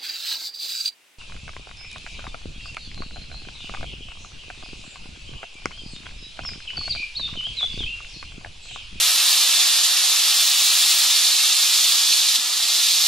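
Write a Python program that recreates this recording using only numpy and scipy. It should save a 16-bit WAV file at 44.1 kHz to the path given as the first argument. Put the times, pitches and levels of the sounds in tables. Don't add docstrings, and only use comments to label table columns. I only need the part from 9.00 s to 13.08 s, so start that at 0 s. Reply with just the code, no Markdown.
import sys
import numpy as np
from scipy import signal
from scipy.fft import rfft, irfft
from scipy.io import wavfile
from scipy.ndimage import uniform_filter1d

SR = 44100
rng = np.random.default_rng(int(sys.argv[2]) if len(sys.argv) > 2 else 0)


def attenuation_scalar(level_db):
    decades = np.asarray(level_db, float) / 20
    return 10 ** decades


def store_pcm(level_fs):
    pcm = np.round(np.clip(level_fs, -1, 1) * 32767).astype(np.int16)
    wavfile.write(sys.argv[1], SR, np.atleast_2d(pcm).T)


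N = 179795


def evened(x):
    return x / np.sqrt(np.mean(x ** 2) + 1e-20)


def read(points, hz):
    f, value = np.transpose(points)
    return np.interp(np.log(hz + 1), np.log(f + 1), value)


def coloured(x, spectrum):
    hz = np.fft.rfftfreq(N, 1 / SR)
    below, above = (spectrum[0][0] / 2, -90), (spectrum[-1][0] * 2, -90)
    closed = [below] + list(spectrum) + [above]
    return evened(irfft(rfft(x) * attenuation_scalar(read(closed, hz)), N))


def wander(top_hz):
    hz = np.fft.rfftfreq(N, 1 / SR)
    return evened(irfft(rfft(rng.standard_normal(N)) / (1 + (hz / top_hz) ** 2), N))


def turbulence(patchy_db, drops_per_s, spread_db, share):
    z = signal.stft(rng.standard_normal((2, N)), nperseg=256)[2]
    patches = uniform_filter1d(rng.standard_normal(z.shape[1:]), size=5, axis=0)
    patches = evened(uniform_filter1d(patches, size=12, axis=1))
    smooth = signal.istft(z * attenuation_scalar(patchy_db * patches), nperseg=256)[1][:, :N]
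    hits = (rng.random((2, N)) < drops_per_s / SR) * rng.choice([-1., 1.], (2, N))
    ticks = hits * attenuation_scalar(spread_db * np.minimum(rng.exponential(1, (2, N)), 4))
    share = np.clip(share, 0, 1)
    return np.sqrt(1 - share) * evened(smooth) + np.sqrt(share) * evened(ticks)


# (time [s], steam pressure at the nozzle [dB], brush facing the camera [0-1])
HAND_STROKE = [(0, -18, 0.73), (.15, -20.5, 0.66), (.3, -19, 0.66), (.6, -19, 0.04), (.9, -20.2, 0.11),
               (1.1, -19.5, 0.18), (1.28, -19.5, 0.53), (1.45, -19.5, 0.9), (1.7, -18.5, 0.63),
               (1.85, -18, 1), (2.05, -18.5, 0.8), (2.2, -19, 0.3), (2.55, -19, 0.4), (2.75, -18.8, 0.72),
               (2.95, -18.5, 0.34), (3.3, -20, 0.42), (3.8, -19.5, 0.56), (4.08, -18.5, 0.45)]


def stroke(t):
    s, pressure_db, facing = np.transpose(HAND_STROKE)
    return np.interp(t, s, pressure_db), np.clip(np.interp(t, s, facing), 0, 1)


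MEAN_DB = -19.3


def part_db(law, t):
    db, swing, shut, face_db, drift_db = law
    pressure_db, facing = stroke(t)
    follow_db = swing * (pressure_db - MEAN_DB) + shut * smother_db(t)
    return MEAN_DB + db + follow_db + face_db * facing + drift_db * t


# (frequency [Hz], density [dB per Hz])
ROAR_COLOUR = [(400, -23), (520, -17.5), (720, -5), (950, -5), (1300, 1), (1500, -3), (1800, 2),
               (2050, 0.5), (2300, -6)]
WASH_COLOUR = [(1900, -19), (2200, -7.5), (2420, -4.5), (2650, -2.5), (3150, -1.5), (3400, -7), (3900, -33)]
HISS_COLOUR = [(2800, -30), (3250, -6), (3450, 0), (4000, -0.25), (4500, -1), (4800, -2), (5300, -2.5),
               (5800, -5), (7300, -5), (8500, -13.5), (10500, -18)]
FIZZ_COLOUR = [(5500, -27), (7000, -11.5), (8500, 0), (10000, -2), (12200, -0.5), (14500, -8.5),
               (16000, -2), (19000, -41)]
# (level [dB], share of pressure swings [ratio], share of smothering [ratio],
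# gain facing the camera [dB], drift [dB per s])
ROAR_FOLLOWS = (-15, 0.5, 0.27, -0.14, -1.08)
WASH_FOLLOWS = (-9, 1.1, 0.9, 1.26, -0.61)
FIZZ_FOLLOWS = (-3.5, 0.85, 1.1, 2, -0.66)


def jet():
    t = np.arange(N) / SR
    surge_db = spit_db(t) + .7 * wander(40.)
    roar_db = part_db(ROAR_FOLLOWS, t) + 0.16 * surge_db
    wash_db = part_db(WASH_FOLLOWS, t) + 0.64 * surge_db
    hiss_db = stroke(t)[0] + smother_db(t) + 0.25 + 0.7 * surge_db
    fizz_db = part_db(FIZZ_FOLLOWS, t) + 0.61 * surge_db
    roar = attenuation_scalar(roar_db) * coloured(turbulence(0.9, 900, 3.8, 0.064), ROAR_COLOUR)
    wash = attenuation_scalar(wash_db) * coloured(turbulence(1.0, 1200, 3.6, 0.27), WASH_COLOUR)
    hiss = attenuation_scalar(hiss_db) * coloured(turbulence(0.83, 1500, 4.9, 0.16), HISS_COLOUR)
    fizz = attenuation_scalar(fizz_db) * coloured(turbulence(1.0, 2700, 7.1, 0.2), FIZZ_COLOUR)
    return roar + wash + hiss + fizz


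# (frequency [Hz], density [dB per Hz])
BOILER_COLOUR = [(15, -64), (25, -42), (97, -21.5), (194, -14.5), (237, -5), (263, -3.5), (377, -7),
                 (442, -2.5), (485, -7), (600, 1), (780, -30), (1320, -120)]


def boiler():
    t = np.arange(N) / SR
    shudder_db = .7 * wander(8.)
    level_db = -56.5 + 0.74 * (part_db(ROAR_FOLLOWS, t) + 37.5) + shudder_db
    return attenuation_scalar(level_db) * coloured(rng.standard_normal(N), BOILER_COLOUR)


# (delay [s], level [dB])
REFLECTIONS = [(.0016, -37.5), (.0058, -21.5), (.0061, -23), (.0083, -32), (0.0133, -20.5), (0.0179, -22.5)]


def echoes(source):
    early = np.zeros(1024)
    early[[round(s * SR) for s, db in REFLECTIONS]] = [attenuation_scalar(db) for s, db in REFLECTIONS]
    return source + signal.oaconvolve(source, early[None], axes=1)[:, :N]


# (frequency [Hz], t60 [s])
ROOM_DECAY = [(100, 0.54), (1000, 0.2), (4000, 0.47), (15000, 0.21)]


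def room_tail(wet_db, size=16384):
    noise = rng.standard_normal(size) * (np.arange(size) > .004 * SR)
    f, t, z = signal.stft(noise, SR, nperseg=256)
    decay = attenuation_scalar(-60 * t / read(ROOM_DECAY, f)[:, None])
    tail = signal.istft(z * decay, SR, nperseg=256)[1]
    return attenuation_scalar(wet_db) * tail / np.linalg.norm(tail)


def room(source):
    turn = 2 * np.pi * 1.266 * np.arange(N) / SR
    out = np.zeros((2, N))
    for k in range(3):
        window = np.sqrt(2 / 3) * np.cos(turn + k * np.pi / 3)
        out += signal.oaconvolve(source * window, room_tail(-11.)[None], axes=1)[:, :N]
    return out


# (frequency [Hz], likeness [0-1], left leads by [radians], left minus right [dB])
MIC_PORTS = [(1000, 0.91, 0.063, 7.5), (2960, 0.93, 0.17, -1.5), (4200, 0.86, 0.17, -2),
             (5330, 0.76, 0.51, -1), (6240, 0.95, 1.03, -1.5), (7960, 0.3, 1.15, -.8),
             (10800, 0.18, 3.1, -1), (13350, 0.65, 2, 0), (16200, 0, 3.3, 8)]


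def ports(strands):
    hz = np.fft.rfftfreq(N, 1 / SR)
    f, *columns = np.transpose(MIC_PORTS)
    alike, lead, lean_db = (read(np.transpose([f, c]), hz) for c in columns)
    alike = np.clip(alike, 0, 1)
    a, b = rfft(strands)
    shared = np.sqrt((1 + alike) / 2) * a
    apart = np.sqrt((1 - alike) / 2) * b
    skew = attenuation_scalar(lean_db / 2) * np.exp(.5j * lead)
    return irfft(np.array([(shared + apart) * skew, (shared - apart) / skew]), N)


def aim(pair):
    narrow_db, bright_db = -3.5, 1
    facing = stroke(np.arange(N) / SR)[1] - .5
    mid = (pair[0] + pair[1]) / 2
    side = attenuation_scalar(narrow_db * facing) * (pair[0] - pair[1]) / 2
    treble = signal.sosfiltfilt(signal.butter(2, 9000, "high", fs=SR, output="sos"), mid)
    mid = mid + (attenuation_scalar(bright_db * facing) - 1) * treble
    return np.array([mid + side, mid - side])


# (time [s], swell, or dip if negative [dB])
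WATER_SLUGS = [(.566, -0.5), (.607, 3), (.848, 4), (1.405, 4.5), (1.83, 1), (1.9, 1.5), (2.033, 0.5),
               (2.17, 3), (2.437, 3.3), (2.812, 2.5), (2.848, 4), (3.127, 4), (3.294, 4), (3.358, 3),
               (3.838, 3)]


def spit_db(t):
    width_s = 0.007
    return sum(db * np.exp(-.5 * ((t - at) / width_s) ** 2) for at, db in WATER_SLUGS)


# (time [s], peak level [dB])
LARGE_DROPS = [
    (.570, -9),
    (.626, -8),
    (.858, -9),
    (1.828, -11),
    (1.979, -10),
    (2.042, -11),
    (2.484, -11),
    (3.137, -12),
    (3.358, -11),
    (3.856, -10),
]


def drops():
    clicks = np.zeros(N)
    clicks[[round(s * SR) for s, db in LARGE_DROPS]] = [attenuation_scalar(db) for s, db in LARGE_DROPS]
    snaps = coloured(clicks, HISS_COLOUR)
    return snaps * clicks.max() / abs(snaps).max()


def smother_db(t):
    start_s, depth_db = 3.365, -4.5
    shut_s, held_s, freed_s = 0.0089, 0.051, 0.36
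    corners = start_s + np.cumsum([0, shut_s, held_s, freed_s])
    return depth_db * np.interp(t, corners, [0, 1, 1, 0])


# (time [s], level [dB], body mode [Hz], t60 [s])
BODY_KNOCKS = [
    (3.38, -38.5, 255, .13),
    (3.38, -53, 232, .22),
    (3.382, -44, 670, .15),
    (3.38, -55, 165, .1),
    (3.425, -47, 445, .16),
    (3.43, -44, 815, .22),
    (3.43, -47, 660, .1),
]


def bump():
    out = np.zeros(N)
    for s, db, hz, t60 in BODY_KNOCKS:
        t = np.maximum(np.arange(N) / SR - s, 0)
        soft_onset = 1 - np.exp(-t / .011)
        out += attenuation_scalar(db - 60 * t / t60) * np.sin(2 * np.pi * hz * t) * soft_onset
    return out


def scene():
    source = jet()
    source[0] += drops()
    out = echoes(source) + room(source)
    return attenuation_scalar(-0.03) * aim(ports(out)) + boiler() + bump()


# (frequency [Hz], share in the sum [ratio], share in the difference [ratio])
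FAINT_LINES = [(60, .13, 0), (300, .35, 0), (700, .2, 0), (1400, .4, 0), (2150, .95, 0), (2900, .4, .8),
               (5000, .45, .7), (9000, .7, .5), (12000, .85, .55), (15000, 1.25, 1.2)]


def thin(dry):
    sum_top_hz, sum_climb_hz = 13100, 3000
    apart_low_hz, apart_climb_hz = 3200, 1700
    band_hz, top_hz = 345, 15720
    mid_side = np.array([dry[0] + dry[1], dry[0] - dry[1]]) / 2
    hz, t, pair = signal.stft(mid_side, SR, "cosine", nperseg=2048, noverlap=1024)
    f, *shares = np.transpose(FAINT_LINES)
    share = np.array([read(np.transpose([f, c]), hz) for c in shares])[:, :, None]
    around = np.sqrt(uniform_filter1d(abs(pair) ** 2, size=24, axis=1))
    mid, side = pair * (abs(pair) > share * around)
    band = (hz // band_hz).astype(int)
    edge_hz = band_hz * band[:, None]
    facing = stroke(t)[1]
    ragged = uniform_filter1d(rng.standard_normal((2, band.max() + 1, len(t))), size=2)[:, band]
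    sum_edge_hz = edge_hz + 1100 * ragged[1] * (edge_hz > 12700)
    mid = mid * (sum_edge_hz < sum_top_hz + sum_climb_hz * facing)
    apart_edge_hz = edge_hz + band_hz + 350 * ragged[0]
    side = side * (apart_edge_hz > apart_low_hz + apart_climb_hz * facing ** 2) * (hz[:, None] > 3080)
    side = side * (edge_hz + 500 * ragged[0] < 15400)
    kept = np.array([mid + side, mid - side]) * (hz[:, None] < top_hz)
    return signal.istft(kept, SR, "cosine", nperseg=2048, noverlap=1024)[1][:, :N]


def band_limit(x):
    return signal.sosfilt(signal.butter(12, 16400, fs=SR, output="sos"), x)


def record(dry):
    mix = thin(dry)
    return band_limit(mix)


dry = scene()
out = record(dry)
store_pcm(out)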